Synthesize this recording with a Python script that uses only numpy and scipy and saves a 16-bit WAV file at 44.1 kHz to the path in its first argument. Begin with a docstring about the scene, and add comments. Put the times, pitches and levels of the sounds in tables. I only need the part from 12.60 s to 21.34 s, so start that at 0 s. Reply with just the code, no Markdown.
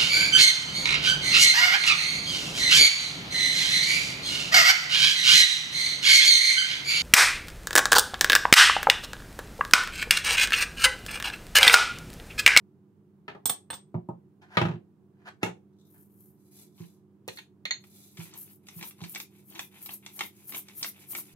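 """A pepper mill twisted to and fro, close to a stereo microphone in a small kitchen with a fan humming.
Its collar sticks and slips in a rasp while peppercorns crunch and crack in the burr.
Before the grinding, as meat is seasoned in a steel bowl, jars knock and slide on a wooden board,
steel utensils clink, and a hand picks up the mill and drops its plastic cap."""
import sys
import numpy as np
from scipy import signal
from scipy.fft import rfft, irfft
from scipy.io import wavfile
from scipy.ndimage import map_coordinates

SR = 44100
rng = np.random.default_rng(int(sys.argv[2]) if len(sys.argv) > 2 else 0)


def pcm_store(signal):
    """Save signal as 16-bit PCM."""
    levels = np.round(np.clip(np.atleast_2d(signal), -1, 1) * 32767)
    wavfile.write(sys.argv[1], SR, levels.astype(np.int16).T)


N = 385434
TIME = np.arange(N) / SR


def from_db(db):
    return 10 ** (np.asarray(db) / 20)


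def unit_rms(x):
    return x / np.sqrt(np.mean(x ** 2) + 1e-20)


def at_hz(points, hz):
    """A table read on a log-frequency axis."""
    return np.interp(np.log(hz + 1e-9), np.log(np.array(points)[:, 0]), np.array(points)[:, 1])


def drift(per_s):
    """A random curve through 2048 points of spread 1; it holds after the last."""
    steps = rng.standard_normal(2048)
    return np.interp(TIME * per_s, np.arange(len(steps)), steps)


def through(x, response):
    """Causal convolution, cut to the length of x."""
    return signal.oaconvolve(np.atleast_2d(x), np.atleast_2d(response), axes=1)[:, :x.shape[-1]]


def body(spectrum, size=4096):
    """Minimum-phase impulse response with this spectrum; unit energy."""
    gains = from_db(at_hz(spectrum, np.fft.rfftfreq(size, 1 / SR)))
    cepstrum = irfft(np.log(gains))
    cepstrum[1:size // 2] *= 2
    cepstrum[size // 2 + 1:] = 0
    response = irfft(np.exp(rfft(cepstrum)))
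    return response / np.linalg.norm(response)


def add(track, start_s, sound):
    start = int(start_s * SR)
    track[start:start + len(sound)] += sound[:N - start]


def contacts(times, levels_db, spectrum, t60, snap_db, size=8192):
    """Each contact is a snap and a crowd of close, fast-dying vibrations, coloured by the body."""
    out, response = np.zeros(N), body(spectrum)
    fade = from_db(-60 * TIME[:size] / t60)
    weight = np.linalg.norm(fade)
    snap = from_db(snap_db) * weight * signal.unit_impulse(size)
    for start_s, db in zip(times, levels_db):
        burst = through(rng.standard_normal(size) * fade + snap, response)[0]
        add(out, start_s, from_db(db) * burst * weight / np.linalg.norm(burst))
    return out


def ringing(times, levels_db, modes, scatter_db, detune, rise_s=0.0008, size=22050):
    """Every blow excites the modes with strengths of its own; the grip shifts them a little."""
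    out, t = np.zeros(N), TIME[:size]
    hz, mode_db, t60 = np.transpose(modes)[:, :, None]
    attack = 1 - np.exp(-t / rise_s)   # a soft, heavy contact takes time to push
    envelope = attack * from_db(-60 * t / t60)
    for start_s, db in zip(times, levels_db):
        strength, shift, side = rng.standard_normal((3, len(modes), 1))
        gains = from_db(mode_db + scatter_db * strength) * np.sign(side)
        waves = np.sin(2 * np.pi * hz * (1 + detune * shift) * t) * envelope
        add(out, start_s, from_db(db) * (gains * waves).sum(0) / np.linalg.norm(gains))
    return out


def grains(per_s, spread_db, spectrum):
    """A stream of tiny random impacts of uneven size; rms 1."""
    sizes = from_db(spread_db * np.minimum(rng.exponential(1, N), 4)) * rng.choice([-1, 1], N)
    impacts = sizes * (rng.random(N) < per_s / SR)
    return unit_rms(through(impacts, body(spectrum))[0])


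def swells(times, levels_db, lengths):
    """Each stroke speeds up and slows down again: a bell of friction power."""
    t = TIME[::40]
    power = sum(from_db(db) ** 2 * np.exp(-(2 * (t - middle_s) / length_s) ** 2)
                for middle_s, db, length_s in np.broadcast(times, levels_db, lengths))
    return np.interp(TIME, t, np.sqrt(power))


def wandering(x, depth_s=0.0028, per_s=5.1):
    """The changing grip bends every resonance up and down by a few per cent."""
    bent = TIME + depth_s * drift(per_s)
    return map_coordinates(x, [bent * SR], order=5, mode="mirror")


def dulled(x, top_hz):
    """A softer contact excites nothing far above this pitch."""
    lowpass = signal.butter(4, min(top_hz, .45 * SR), fs=SR, output="sos")
    return signal.sosfilt(lowpass, x + 1e-18)


# The small kitchen's decay: band_hz, t60_s
ROOM_DECAY = [(100, 0.15), (300, 0.28), (1000, 0.16), (3000, 0.18), (8000, 0.195), (15000, 0.077)]

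def kitchen_tail(build_s=0.0043, near_db=13.5, near_s=0.0031, size=22050):
    """Strong early reflections off the counter and bowl, then a diffuse tail, different on each side."""
    t, hz = TIME[:size], np.fft.rfftfreq(size, 1 / SR)
    white, tail = rfft(rng.standard_normal((2, size))), 0
    centres, t60s = np.transpose(ROOM_DECAY)
    for share, t60 in zip(np.eye(len(centres)), t60s):
        band = irfft(white * at_hz(np.c_[centres, share], hz), size)
        tail = tail + band * from_db(-60 * t / t60)
    early_lift = 1 + from_db(near_db) * np.exp(-t / near_s)
    tail = tail * (1 - np.exp(-t / build_s)) * early_lift
    return tail / np.linalg.norm(tail, axis=1, keepdims=True)


def placed(x, left_db, lead_ms, room_db):
    """The direct sound reaches the microphone's left side lead_ms early; the room follows."""
    right = np.roll(x, round(lead_ms * SR / 1000))
    direct = np.array([x, right]) * from_db([[left_db / 2], [-left_db / 2]])
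    return direct + from_db(room_db) * through(x, kitchen_tail())


# The fan's rush of air: band_hz, level_db
FAN_AIR = [(30, -63), (70, -33.5), (95, -17), (150, -8), (172, -13.5), (198, -8.5), (255, -24),
           (300, -17.5), (375, -13.5), (520, -33.5), (950, -34.5), (2000, -49), (5000, -58)]
# How alike that air is on the two sides of the microphone: band_hz, correlation
FAN_LIKENESS = [(100, 0.62), (300, 1), (1000, 0.31), (8000, .1)]
# The motor's hum: pitch_hz, level_db
FAN_HUM = [(96.9, -69.5), (199.2, -63), (296.1, -70.5), (366.1, -71.5)]

def fan():
    """Room tone, a little to the right: a low rush of air with wavering motor tones."""
    alike = np.clip(at_hz(FAN_LIKENESS, np.fft.rfftfreq(N, 1 / SR)), 0, 1)
    mid, side = rfft(rng.standard_normal((2, N)))
    noise = irfft(np.sqrt(1 + alike) * mid + np.sqrt(1 - alike) * side * [[1], [-1]], N)
    air = from_db(-61) * unit_rms(through(noise, body(FAN_AIR)))
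    hum = 0
    for hz, db in FAN_HUM:
        phase = 2 * np.pi * hz * TIME + 0.63 * drift(8.7)
        hum = hum + np.sqrt(2) * from_db(db - 0.5 + 0.67 * drift(3.8)) * np.sin(phase)
    return (air + hum) * from_db([[-1.5], [1.5]])


def rebounds(landings, count=6, gap_ratio=.85):
    """A jar rocks to rest in ever quicker, softer contacts; the thump fades slower than edge and tick."""
    loss_shares = np.array([1, 0.62, 1, 1.1, 1.1])   # knock, thump, hollow, edge, tick
    rows = []
    for start_s, *levels_db, gap_s, loss_db in landings:
        for k in range(count):
            rows.append((start_s, *(levels_db - k * loss_db * loss_shares)))
            start_s += gap_s * gap_ratio ** k
    return np.transpose(rows)


# The wooden board's low modes: pitch_hz, level_db, t60_s
BOARD_MODES = [(121.3, 1, 0.14), (160, -1.5, 0.16), (175.4, -3.5, 0.25), (219, -9, 0.17),
               (349.5, -12, 0.24), (459, -17.5, 0.052)]
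# A knock on wood, its hard edge, a sharp tick and the jar's hollow body: band_hz, level_db
WOOD = [(200, -10.5), (450, -1.5), (620, -6), (770, 1.5), (1120, -9), (1350, -21.5), (2000, -57.5)]
WOOD_EDGE = [(900, -23), (1250, 3.5), (1600, 1.5), (2100, -1.5), (2800, -4), (3600, -10), (11000, -46)]
TICK = [(3000, -29.5), (6000, 0), (10000, -9.5), (15000, -12)]
JAR_HOLLOW = [(150, -21), (260, -3), (400, 2.5), (750, -50)]
# Jars set down: start_s, knock_db, thump_db, hollow_db, edge_db, tick_db, first_gap_s, rebound_loss_db
JAR_LANDINGS = [(0.6804, -37, -56.5, -56, -39.5, -66, 0.019, 9.5),
                (0.749, -41, -52.5, -61.5, -53.5, -90, 0.087, 23.5),
                (1.343, -31.5, -26.5, -65, -59.5, -99, 0.033, 25),
                (1.488, -32.5, -34, -36, -68, -80, .03, 22),
                (1.97, -17, -26.5, -30.5, -20.5, -44.5, 0.013, 21),
                (2.0142, -21, -21.5, -29, -28, -48.5, 0.038, 6.5),
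                (2.8303, -20.5, -33, -25, -27.5, -34.5, 0.032, 11.5)]

def jar_knocks():
    """The board thumps in its low modes and the jar sounds hollow; harder blows add an edge and a tick."""
    start_s, knock_db, thump_db, hollow_db, edge_db, tick_db = rebounds(JAR_LANDINGS)
    thump = ringing(start_s, thump_db + 7, BOARD_MODES, scatter_db=1, detune=.015, rise_s=.003)
    knock = contacts(start_s, knock_db - 3, WOOD, t60=0.079, snap_db=-6.5)
    edge = contacts(start_s, edge_db + 5, WOOD_EDGE, t60=0.039, snap_db=-17)
    tick = contacts(start_s, tick_db - 4, TICK, t60=0.08, snap_db=-11)
    hollow = contacts(start_s, hollow_db, JAR_HOLLOW, t60=0.07, snap_db=-5.5)
    return (placed(thump + hollow, left_db=-3, lead_ms=.12, room_db=-16)
            + placed(knock + edge + tick, left_db=-0.4, lead_ms=.18, room_db=-1))


# The steel's ring: pitch_hz, level_db, t60_s
STEEL_MODES = [(3391, -18, .19), (3445, -10, .05), (3540, -12, .04), (8107, -10, .05), (8330, -2, .06),
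               (8400, -2, .12), (8479, -2, .08), (8620, -5, .05), (8830, -10, .06), (14250, -12, .09),
               (14760, -5, .1), (15000, -7, .07)]
# Its bright crash and dull clack: band_hz, level_db
STEEL_CRASH = [(2500, -21.5), (3400, -7), (5200, -12), (7500, -10), (8500, 0), (9400, -14.5), (11200, -5.5),
               (13000, -9), (14700, -1.5), (15600, -19.5)]
STEEL_CLACK = [(150, -4), (300, -9.5), (648, -9), (840, 0), (1850, -9.5), (2280, -14.5), (3800, -9.5),
               (7000, -49.5)]
# Utensils touching: start_s, crash_db, clack_db, ring_db, crash_top_hz
CLINKS = [(0.8565, -20, -29, -20.5, 14900), (0.8953, -19.5, -24.5, -22, 12500),
          (1.1025, -35.5, -29.5, -29, 6060), (1.1287, -37.5, -33, -44, 6090),
          (1.1394, -33.5, -41, -39, 7500)]

def utensils():
    """Steel on steel, to the right: a crash, a clack and a chattering ring; a light touch is duller."""
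    crash = ring = 0
    for at_s, crash_db, _, ring_db, top_hz in CLINKS:
        burst = contacts([at_s], [crash_db], STEEL_CRASH, t60=0.035, snap_db=-15.5)
        tones = ringing([at_s], [ring_db], STEEL_MODES, scatter_db=2, detune=.002)
        crash = crash + dulled(burst, top_hz)
        ring = ring + dulled(tones, 2 * top_hz)
    start_s, _, clack_db, _, _ = np.transpose(CLINKS)
    clack = contacts(start_s, clack_db - 3.5, STEEL_CLACK, t60=0.05, snap_db=-17.5)
    chatter = from_db(2 * drift(500))
    return (placed(crash + clack, left_db=-2.5, lead_ms=.02, room_db=-1.5)
            + placed(ring * chatter, left_db=-9, lead_ms=0, room_db=-2.5))


# A jar scraping on wood: band_hz, level_db
JAR_SCRAPE = [(240, -27), (400, -7.5), (530, -12), (750, 2), (1200, -3), (1600, 1.5), (2100, -7),
              (13000, -35.5)]
# Jars pushed over the board, one curve a push: time_s, level_db
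JAR_PUSHES = [
    [(1.812, -77.5), (1.818, -58), (1.838, -62.5), (1.868, -74.5), (1.962, -47)],
    [(2.52, -93), (2.62, -73), (2.645, -75), (2.66, -52), (2.688, -47), (2.718, -107)],
    [(2.803, -85), (2.828, -48)],
    [(3.338, -77), (3.354, -71), (3.442, -95)],
]

def jar_slides():
    """A pushed jar scrapes the wood in a stream of tiny impacts, near the centre."""
    push = sum(from_db(np.interp(TIME, *np.transpose(curve), left=-np.inf, right=-np.inf))
               for curve in JAR_PUSHES)
    scrape = from_db(2) * push * grains(3500, 3.4, JAR_SCRAPE)
    return placed(scrape, left_db=-0.4, lead_ms=.18, room_db=-1)


# Skin hissing on the mill and fingers scuffing its plastic: band_hz, level_db
SKIN = [(800, -9.5), (1500, -19), (2350, -10.5), (3000, -14), (3800, -9.5), (8000, -6), (10400, -3),
        (13500, 1.5), (15500, -11.5)]
SCUFF = [(2800, -25), (3700, 7.5), (4500, -7.5), (5500, -1.5), (11000, -12.5)]
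# The hand sliding over mill and cap: middle_s, hiss_db, scuff_db, length_s
RUBS = [(3.227, -95.5, -77.5, 0.11), (3.858, -68, -95, 0.1), (3.991, -51, -66, 0.084),
        (4.228, -63, -73, 0.14), (4.758, -52.5, -59.5, 0.067), (5.404, -54.5, -64.5, 0.19)]
GRIP_S = 0.081   # length of a new grip

def hand_rubs():
    """Skin hisses and scuffs as it slides over the mill, and hisses at the new grip before each twist."""
    turn_s, _, grip_lead_s, *_, grip_db = np.transpose(TWISTS)
    rub_s, hiss_db, scuff_db, length_s = np.transpose(RUBS)
    sliding = swells(rub_s, hiss_db, length_s) + swells(turn_s - grip_lead_s, grip_db, GRIP_S)
    hiss = sliding * grains(6000, 7.1, SKIN)
    scuff = swells(rub_s, scuff_db, length_s) * wandering(grains(900, 8.9, SCUFF))
    catching = from_db(-7 + 2 * drift(55))
    return placed(catching * (hiss + scuff), left_db=2.5, lead_ms=.1, room_db=4.5)


# The collar's high rasp: band_hz, level_db
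COLLAR = [(4000, -29), (9000, -16), (10200, -6.5), (11400, -10), (12500, -2.5), (13300, 1.5), (14400, -9.5),
          (15500, -12)]
# Twists of the mill, the first an idle one as it is picked up:
# middle_s, length_s, grip_lead_s, opening_rasp_db, closing_rasp_db, crunch_db, grip_db
TWISTS = [(3.498, 0.26, 0.18, -60, -60.5, -86, -88), (5.862, 0.11, 0.23, -40.5, -50.5, -57.5, -50),
          (6.221, 0.093, 0.11, -43, -41.5, -44, -59), (6.558, 0.089, 0.12, -41, -41.5, -49, -57.5),
          (6.959, 0.12, 0.19, -50.5, -46.5, -45.5, -63), (7.291, 0.082, 0.11, -41.5, -39.5, -49, -54.5),
          (7.607, 0.085, 0.12, -43.5, -42.5, -44, -56.5), (7.935, 0.084, 0.14, -38.5, -36, -42.5, -57.5),
          (8.229, 0.084, 0.12, -38, -36, -48.5, -55), (8.551, 0.074, 0.14, -35, -33.5, -42.5, -53),
          (8.83, 0.059, 0.14, -54, -43, -40, -56.5)]

def collar_rasp(turn_share=0.51):
    """The collar sticks and slips as each twist starts and stops: fluttering ticks, to the left."""
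    middle_s, length_s, _, opening_db, closing_db, _, _ = np.transpose(TWISTS)
    opening = swells(middle_s - length_s / 2, opening_db, turn_share * length_s)
    closing = swells(middle_s + length_s / 2, closing_db, turn_share * length_s)
    flutter = from_db(3 * drift(260) + drift(45))
    ticks = wandering(grains(2400, 3, COLLAR) * flutter)
    return placed(from_db(-4) * (opening + closing) * ticks, left_db=5, lead_ms=.02, room_db=0.5)


# Pepper grit breaking up: band_hz, level_db
GRIT = [(750, -2.5), (1150, 0.5), (1500, -30), (1900, -5), (2400, 1.5), (2800, -3), (3600, -1.5),
        (4700, -7), (6500, -7)]

def chips(per_s, spread_db, cycles, sizes=22):
    """Fragments snap at random, each ringing a few cycles at a pitch set by its size; rms 1."""
    out, per_size = 0, int(per_s * N / SR / sizes)
    for hz in np.geomspace(750, 6500, sizes):
        when, chance, side = rng.random((per_size, 3)).T
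        strength = from_db(spread_db * np.minimum(-np.log(1 - chance), 3))
        clicks = np.full(N, 1e-18)
        clicks[(when * N).astype(int)] = strength * np.sign(side - .5)
        decay, angle = from_db(-60 * hz / (cycles * SR)), 2 * np.pi * hz / SR
        height = from_db(at_hz(GRIT, hz)) * hz * np.sin(angle)   # small chips die sooner but ring higher
        out = out + height * signal.lfilter([0, 1], [1, -2 * decay * np.cos(angle), decay ** 2], clicks)
    return unit_rms(out)


# A peppercorn's shell and the mill's barrel: band_hz, level_db
SHELL = [(250, -7), (500, -7), (850, 5.5), (1650, 1), (2400, 13), (3000, 4), (3700, 7), (5000, -19),
         (8000, -13.5)]
BARREL = [(80, -14.5), (350, 10.5), (700, -19), (1500, -45)]

def burr_crunch(turn_share=0.61, bite_lag_s=0.0081, rattle_lag_s=0.016, rattle_s=0.046):
    """The burr grinds grit just after mid-turn; bumps rattle the corns and new grips stir loose ones."""
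    middle_s, length_s, grip_lead_s, _, _, crunch_db, grip_db = np.transpose(TWISTS)
    bump_s, _, rattle_db = np.transpose(BUMPS)
    bite = swells(middle_s + bite_lag_s, crunch_db, turn_share * length_s)
    rattle = swells(bump_s + rattle_lag_s, rattle_db, rattle_s)
    stir = swells(middle_s - grip_lead_s, grip_db - 7.5, GRIP_S)
    fragments = chips(per_s=900, spread_db=4, cycles=14) * from_db(-7.5 + 4 * drift(140))
    rumble = from_db(-14.5) * grains(800, 1, BARREL)
    loose = grains(450, 2, SHELL) * from_db(4 * drift(40))
    crunch = (bite + rattle) * (fragments + rumble) + stir * loose
    return placed(crunch, left_db=1, lead_ms=.08, room_db=-2.5)


# The mill's body: pitch_hz, level_db, t60_s
MILL_MODES = [(109.5, -1, 0.078), (170, -1.5, 0.2), (360.4, -13, 0.15)]
# The hand bumping the mill, and at 5.73 s a burst of crunch as the first twist bites: start_s, thump_db,
# rattle_db
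BUMPS = [(4.2, -42, -53.5), (4.679, -49.5, -65), (5.585, -41, -47), (5.73, -69, -48.5), (6.16, -47.5, -86),
         (6.415, -41, -42.5)]

def mill_bumps():
    """A firm grab thumps the mill's body; it sounds close, with little room."""
    start_s, thump_db, _ = np.transpose(BUMPS)
    thump = ringing(start_s, thump_db + 10.5, MILL_MODES, scatter_db=5, detune=0.021, rise_s=0.0034)
    return placed(thump, left_db=-2.5, lead_ms=.12, room_db=-8)


# The cap's hollow pop and plastic click: band_hz, level_db
CAP_POP = [(200, -21), (380, -1.5), (530, -2), (720, -11), (1500, -25.5)]
CAP_CLICK = [(250, -25.5), (800, -4.5), (1400, -5), (2050, 5), (2900, -1.5), (3800, 1), (5000, -20),
             (9000, -27), (15000, -28)]
# Its ring, four low modes then three high: pitch_hz, level_db, t60_s
CAP_MODES = [(3784, -9, .04), (4150, -2, .025), (4250, -5, .085), (4330, 0, .025), (6412, -2, .035),
             (6670, 0, .05), (6850, -3, .03)]
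# The cap pulled off and dropped: start_s, click_db, low_ring_db, high_ring_db
CAP_HITS = [(4.685, -33, -34, -63), (4.773, -44, -34.5, -71), (4.787, -37, -62, -55),
            (5.0535, -26, -26.5, -45), (5.1083, -23, -15.5, -29)]

def cap(pop_s=4.679):
    """A light plastic shell pops off, clicks and rings; its upper modes ring most when it falls free."""
    start_s, click_db, low_db, high_db = np.transpose(CAP_HITS)
    pop = contacts([pop_s], [-36.5], CAP_POP, t60=0.068, snap_db=7.5)
    tick = contacts([pop_s], [-40.5], TICK, t60=0.052, snap_db=-11)
    click = contacts(start_s, click_db, CAP_CLICK, t60=0.032, snap_db=-7.5)
    low = ringing(start_s, low_db - 1, CAP_MODES[:4], scatter_db=1, detune=.002)
    high = ringing(start_s, high_db + 5.5, CAP_MODES[4:], scatter_db=1, detune=.002)
    return placed(pop + tick + click + low + high, left_db=-2.5, lead_ms=.19, room_db=-3)


# Splinters of a peppercorn: band_hz, level_db
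SPLINTER = [(2300, -14.5), (3500, 1.5), (5500, 0.5), (8000, -3), (15000, -32)]
# Big corns breaking: start_s, shell_db, splinter_db
CRACKS = [(5.2396, -53.5, -62), (5.5716, -53, -51), (5.7387, -57, -49.5), (6.0692, -59, -55.5),
          (6.0863, -47, -46), (6.2115, -43, -48.5), (6.227, -37.5, -43.5), (6.309, -50.5, -56),
          (6.439, -42, -45.5), (6.549, -44.5, -37.5), (6.559, -33.5, -42), (6.6009, -39.5, -39.5),
          (6.9603, -45, -66), (6.993, -30.5, -39), (7.261, -48, -45.5), (7.2915, -39, -57),
          (7.4629, -42, -43), (7.5916, -36.5, -37), (7.608, -24.5, -40), (7.9225, -41.5, -49),
          (7.9469, -35, -46), (8.0845, -51, -50), (8.2287, -39.5, -27.5), (8.245, -31.5, -51),
          (8.5504, -33.5, -39.5)]

def peppercorn_cracks():
    """A big corn splits in the burr: its shell cracks and throws off brighter splinters."""
    start_s, shell_db, splinter_db = np.transpose(CRACKS)
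    shells = contacts(start_s, shell_db + 3, SHELL, t60=.024, snap_db=-11)
    splinters = contacts(start_s, splinter_db + 5, SPLINTER, t60=.022, snap_db=-6)
    return placed(shells + splinters, left_db=1, lead_ms=.08, room_db=-2.5)


def scene():
    """The kitchen as it reaches the microphone by the board."""
    kitchen = fan() + jar_knocks() + utensils() + jar_slides()
    mill = hand_rubs() + collar_rasp() + burr_crunch() + mill_bumps() + cap() + peppercorn_cracks()
    return kitchen + mill


def record(dry, low_cut_hz=88, high_cut_hz=15700):
    """The microphone loses the deep bass; the top is cut steeply."""
    low_cut = signal.butter(4, low_cut_hz, "high", fs=SR, output="sos")
    high_cut = signal.ellip(10, .1, 80, high_cut_hz, fs=SR, output="sos")
    return signal.sosfilt(high_cut, signal.sosfilt(low_cut, dry))


dry = scene()
out = record(dry)
pcm_store(out)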